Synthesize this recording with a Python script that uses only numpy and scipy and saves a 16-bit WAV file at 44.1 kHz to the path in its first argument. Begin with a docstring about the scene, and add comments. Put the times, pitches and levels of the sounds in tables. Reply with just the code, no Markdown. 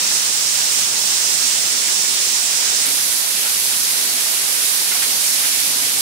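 """A waterfall drops down a rock shaft in a large cave: spray hisses brightly over a duller rush and a weak rumble.
Drops spatter as ringing bubbles, and water splashes and slaps on nearby rock.
Brief faint pitches stand out by chance in the water's rush.
The walls return the fall as a diffuse field to two microphone ports a hand apart. The right port is
half closed by a drop of water at first and resonates higher once it clears."""
import sys
import numpy as np
from scipy import signal
from scipy.fft import rfft, irfft, next_fast_len
from scipy.io import wavfile

SR = 44100
rng = np.random.default_rng(int(sys.argv[2]) if len(sys.argv) > 2 else 0)


def bounce(signal):
    """Save signal as a 16-bit WAV file at the path given by the first command-line argument."""
    frames = np.transpose(np.atleast_2d(signal))
    limited = np.clip(frames, -1, 1)
    pcm = np.round(limited * 32767).astype(np.int16)
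    wavfile.write(sys.argv[1], SR, pcm)


N = 265041
FFT_SIZE = next_fast_len(N, True)
HZ = np.fft.rfftfreq(FFT_SIZE, 1 / SR)
TIME = np.arange(N) / SR


def from_db(db):
    """Amplitude ratio of a level in dB."""
    return 10 ** (np.asarray(db) / 20)


def waveform(spectrum):
    """Fourier synthesis: the signal in time that has this spectrum."""
    return irfft(spectrum, FFT_SIZE)[..., :N]


def resonances(modes):
    """Frequency response of resonant peaks and dips, each a Gaussian curve in dB."""
    return from_db(sum(db * np.exp(-4 * np.log(2) * ((HZ - hz) / width) ** 2) for hz, width, db in modes))


def level_swings(rows):
    """Linear interpolation of each level column over time, as a deviation from its mean."""
    times, *columns = np.transpose(rows)
    curves = [np.interp(TIME, times, column) for column in columns]
    return [curve - curve.mean() for curve in curves]


def drift(rate_hz):
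    """Random modulation: two independent low-passed noises of unit standard deviation."""
    step, settle = 40, 2000
    pole = np.exp(-2 * np.pi * rate_hz * step / SR)
    noise = rng.standard_normal((2, N // step + settle + 2))
    slow = signal.lfilter([1], [1, -2 * pole, pole ** 2], noise)[:, settle:]
    position = np.arange(N) / step
    return np.array([np.interp(position, np.arange(len(v)), (v - v.mean()) / v.std()) for v in slow])


def faint_pitches():
    """Chance spectral peaks: brief faint pitches that stand out in the rush, modelled as wavering sines."""
    # brief peaks in the water's rush: (start [s], end [s], frequency [Hz], level [dB])
    peaks = [(.2, 0.998, 130.8, -53), (1.7, 2.5, 385, -49), (2.804, 2.97, 275, -44.5),
             (3.55, 3.845, 113, -50), (3.5, 5.2, 385, -49.5), (3.8, 4.8, 664, -48), (4.85, 6.0, 130.1, -54),
             (5.3, 6.0, 268, -49)]
    out = 0
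    for start, end, hz, db in peaks:
        pitch, strength = drift(6.7)
        envelope = np.sin(np.pi * np.clip((TIME - start) / (end - start), 0, 1)) ** 0.27
        phase = 2 * np.pi * np.cumsum(hz + 0.8 * pitch) / SR
        out = out + from_db(db + 0.63 * strength) * envelope * np.sin(phase)
    return out


def spatter(drops_per_s, gain_db, t60_cycles):
    """Bubble resonance: drops burst at random near either port, each ringing as a damped oscillator."""
    sizes = from_db(2.66 * np.minimum(rng.exponential(1, (2, N)), 4))
    impulses = sizes * (rng.random((2, N)) < drops_per_s / SR)
    pitches_hz = np.geomspace(800, 5000, num=24)
    pitch_index = rng.integers(0, len(pitches_hz), (2, N))
    out = 0
    for k, hz in enumerate(pitches_hz):
        decay, angle = from_db(-60 * hz / (t60_cycles * SR)), 2 * np.pi * hz / SR
        drive = impulses * (pitch_index == k) + 1e-18   # the offset prevents underflow
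        ring = signal.lfilter([0, np.sin(angle)], [1, -2 * decay * np.cos(angle), decay ** 2], drive)
        out = out + ring * (hz / 2000) ** 0.52   # higher bubbles are louder
    return from_db(gain_db) * out


def splashes():
    """Impact noise: each splash is a band that rises fast and decays, partly coherent between the ports."""
    # splashes and thuds: (time [s], level [dB], low edge [Hz], high edge [Hz], 60 dB decay time [s])
    impacts = [(0.109, -25, 500, 2000, 0.11), (3.679, -43, 60, 125, 0.56), (4.907, -24.5, 500, 2600, 0.28),
               (5.019, -16.5, 1200, 5000, 0.15), (5.435, -19, 1500, 3000, 0.13)]
    out, t = np.zeros((2, N + SR)), np.arange(SR // 2) / SR
    for start, db, low_hz, high_hz, t60 in impacts:
        common, left, right = rng.standard_normal((3, len(t)))
        band = signal.butter(2, [low_hz, high_hz], "band", fs=SR, output="sos")
        noise = signal.sosfilt(band, common + 2.3 * np.array([left, right]))
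        envelope = from_db(db - 60 * t / t60) * (1 - np.exp(-t * 20 / t60))
        at = round(start * SR)
        out[:, at:at + len(t)] += envelope * noise / noise.std()
    return out[:, :N]


def slaps():
    """Cavity resonance: water slapping on rock traps a pocket of air that gives a short, rough tone."""
    # air pockets: (time [s], level [dB], frequency [Hz], 60 dB decay time [s])
    pockets = [(.117, -23, 1700, .04), (4.914, -15, 2110, 0.043), (4.917, -21, 1435, 0.056),
               (4.945, -27.5, 727, 0.11), (5.025, -31, 2010, .05)]
    out, t = np.zeros((2, N)), np.arange(SR // 5) / SR
    for start, db, hz, t60 in pockets:
        wobble = 1 + 0.19 * signal.lfilter([0.05], [1, -0.95], rng.standard_normal((2, len(t))))
        ring = np.sin(2 * np.pi * hz * np.cumsum(wobble, axis=1) / SR)
        envelope = from_db(db - 60 * t / t60) * (1 - np.exp(-t / 0.003))
        at = round(start * SR)
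        out[:, at:at + len(t)] += envelope * ring
    return out


def diffuse_field():
    """Spatial coherence: noise spectra at two spaced ports, reached by plane waves from all around."""
    port_gap_m, sound_speed_m_s = 0.16, 343
    scatter_hz, rumble_hz = 3000, 28
    direction_cos = np.cos(np.linspace(0, np.pi, num=20))
    weight = 1 + 0.41 * direction_cos   # a little more arrives from the right
    delay_s = port_gap_m / sound_speed_m_s * direction_cos
    coherence = np.exp(2j * np.pi * HZ[:, None] * delay_s) @ (weight / weight.sum())
    coherence *= 0.97 * np.exp(-(HZ / scatter_hz) ** 2)   # short waves scatter off the rock
    coherence *= HZ ** 2 / (HZ ** 2 + rumble_hz ** 2)   # the deepest rumble differs at each port
    left, independent = rfft(rng.standard_normal((2, FFT_SIZE)))
    return np.array([left, coherence * left + np.sqrt(1 - abs(coherence) ** 2) * independent])


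def waterfall(gain_db):
    """Broadband water noise coloured by standing waves; roar, rush and spray are modulated separately."""
    # spectrum of the falling water: (frequency [Hz], relative spectral density [dB])
    fall_spectrum = [(25, -55), (50, -32), (90, -25), (150, -13.5), (250, -14.5), (600, -11), (1200, -8.5),
                     (2000, -6.5), (3800, -1), (5000, 0.5), (6500, -0.16), (9000, -1), (12500, -3.5),
                     (15800, -8.5)]
    # standing waves of the shaft and a bright ridge of the spray: (frequency [Hz], width [Hz], gain [dB])
    shaft_modes = [(82, 15, 6), (131, 10, 3), (156, 17, -6.5), (259, 20, 3.5), (326, 9.3, -5), (385, 4, -6),
                   (436, 5.4, -2.5), (907, 12, -0.5), (5700, 400, 1)]
    # surges of the spray: (time [s], relative level [dB], left minus right [dB])
    surges = [(0.0, -20, -3), (0.15, -19, -5.5), (0.22, -20, -5.0), (0.8, -19, -6.5), (0.95, -21, -5.5),
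              (1.07, -19, -7), (1.86, -19.5, -6), (1.92, -19.5, -7), (1.97, -20, -6), (3.16, -19, -7),
              (3.26, -20, -6), (3.7, -19, -5.5), (4.5, -19.5, -5.5), (4.55, -19, -7.5), (5.14, -19.5, -5.5),
              (5.29, -18, -6.0), (5.98, -20, -5.5), (6.01, -18, -5.5)]
    # slow swell of the low roar and the rush above it: (time [s], relative roar [dB], relative rush [dB])
    swells = [(0.0, -41, -32.5), (0.15, -46, -33.5), (1.44, -44, -33), (2.44, -46.5, -33.5),
              (2.64, -46.5, -32), (3.01, -42.5, -34), (3.21, -46, -34.5), (4.1, -46, -33.5),
              (5.56, -46, -33.5), (6.01, -42.5, -33.5)]
    hz, db = np.transpose(fall_spectrum)
    colour = from_db(np.interp(np.log(HZ + 1), np.log(hz), db))
    water = diffuse_field() * colour * resonances(shaft_modes)
    water /= np.std(waveform(water))
    spray_db, sway_db = level_swings(surges)
    spray_db = spray_db + sway_db * np.array([[0.55], [-0.45]])   # left rises as right falls
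    roar_db, rush_db = level_swings(swells)
    roar_db += 0.8 * drift(rate_hz=5.8)[0]
    rush_db += 0.5 * drift(rate_hz=9.5)[0]
    rumble_top_hz, roar_top_hz, spray_foot_hz = 55, 513, 3080
    octave, common_flicker = np.log2(HZ + 1), drift(6.4)
    out = 0
    for centre in np.arange(4, 14.5, 0.5):   # overlapping bands, half an octave apart
        band = np.cos(np.pi * np.clip(octave - centre, -0.5, 0.5)) ** 2
        centre_hz = 2 ** centre
        roar = 1 / (1 + (centre_hz / roar_top_hz) ** 4)
        spray = 1 / (1 + (spray_foot_hz / centre_hz) ** 4)
        rush = max(1 - roar - spray, 0)
        rumble = 1 / (1 + (centre_hz / rumble_top_hz) ** 4)
        swell_db = roar * roar_db + rush * rush_db + spray * spray_db
        depth_db = 0.54 + 1.06 * rush + 3 * rumble   # the lowest rumble comes in lumps
        flicker_db = depth_db * drift(12) + 0.49 * drift(17) + 0.18 * common_flicker
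        out = out + from_db(swell_db + flicker_db) * waveform(water * band)
    return from_db(gain_db) * out


def scene():
    """Superposition of the fall, its spatter, splashes, slaps and the faint pitches in its rush."""
    return (waterfall(gain_db=-17) + spatter(drops_per_s=400, gain_db=-39.5, t60_cycles=61)
            + splashes() + slaps() + faint_pitches())


def record(dry):
    """Port resonance colours each channel, higher on the right once it clears; filters limit the band."""
    # response of the left port: (frequency [Hz], width [Hz], gain [dB])
    left_port = [(60, 75, -3), (296, 170, 1.5), (3500, 1700, -.5), (7000, 1500, 0.8), (10060, 4360, -9),
                 (13100, 3300, -7)]
    # right port, half closed by a drop: (frequency [Hz], width [Hz], gain [dB])
    right_port_wet = [(5420, 620, 2.5), (5860, 4200, 1.5), (7780, 3700, 5), (12760, 2850, -5.5)]
    # right port, open: (frequency [Hz], width [Hz], gain [dB])
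    right_port_clear = [(2070, 1100, 1.4), (9040, 3050, 3.2), (11160, 3460, 4.9)]
    clears_at_s, clearing_s = 2.854, 0.0078
    left_spectrum, right_spectrum = rfft(dry, FFT_SIZE)
    left = waveform(left_spectrum * resonances(left_port))
    wet = waveform(right_spectrum * resonances(right_port_wet))
    clear = waveform(right_spectrum * resonances(right_port_clear))
    cleared = np.clip((TIME - clears_at_s) / clearing_s, 0, 1)
    right = (1 - cleared) * wet + cleared * clear
    bass_cut = signal.butter(2, 32, "high", fs=SR, output="sos")   # microphones lose the deepest bass
    treble_cut = signal.ellip(14, 0.3, 80, 15740, fs=SR, output="sos")
    return signal.sosfilt(treble_cut, signal.sosfilt(bass_cut, np.array([left, right])))


dry = scene()
out = record(dry)
bounce(out)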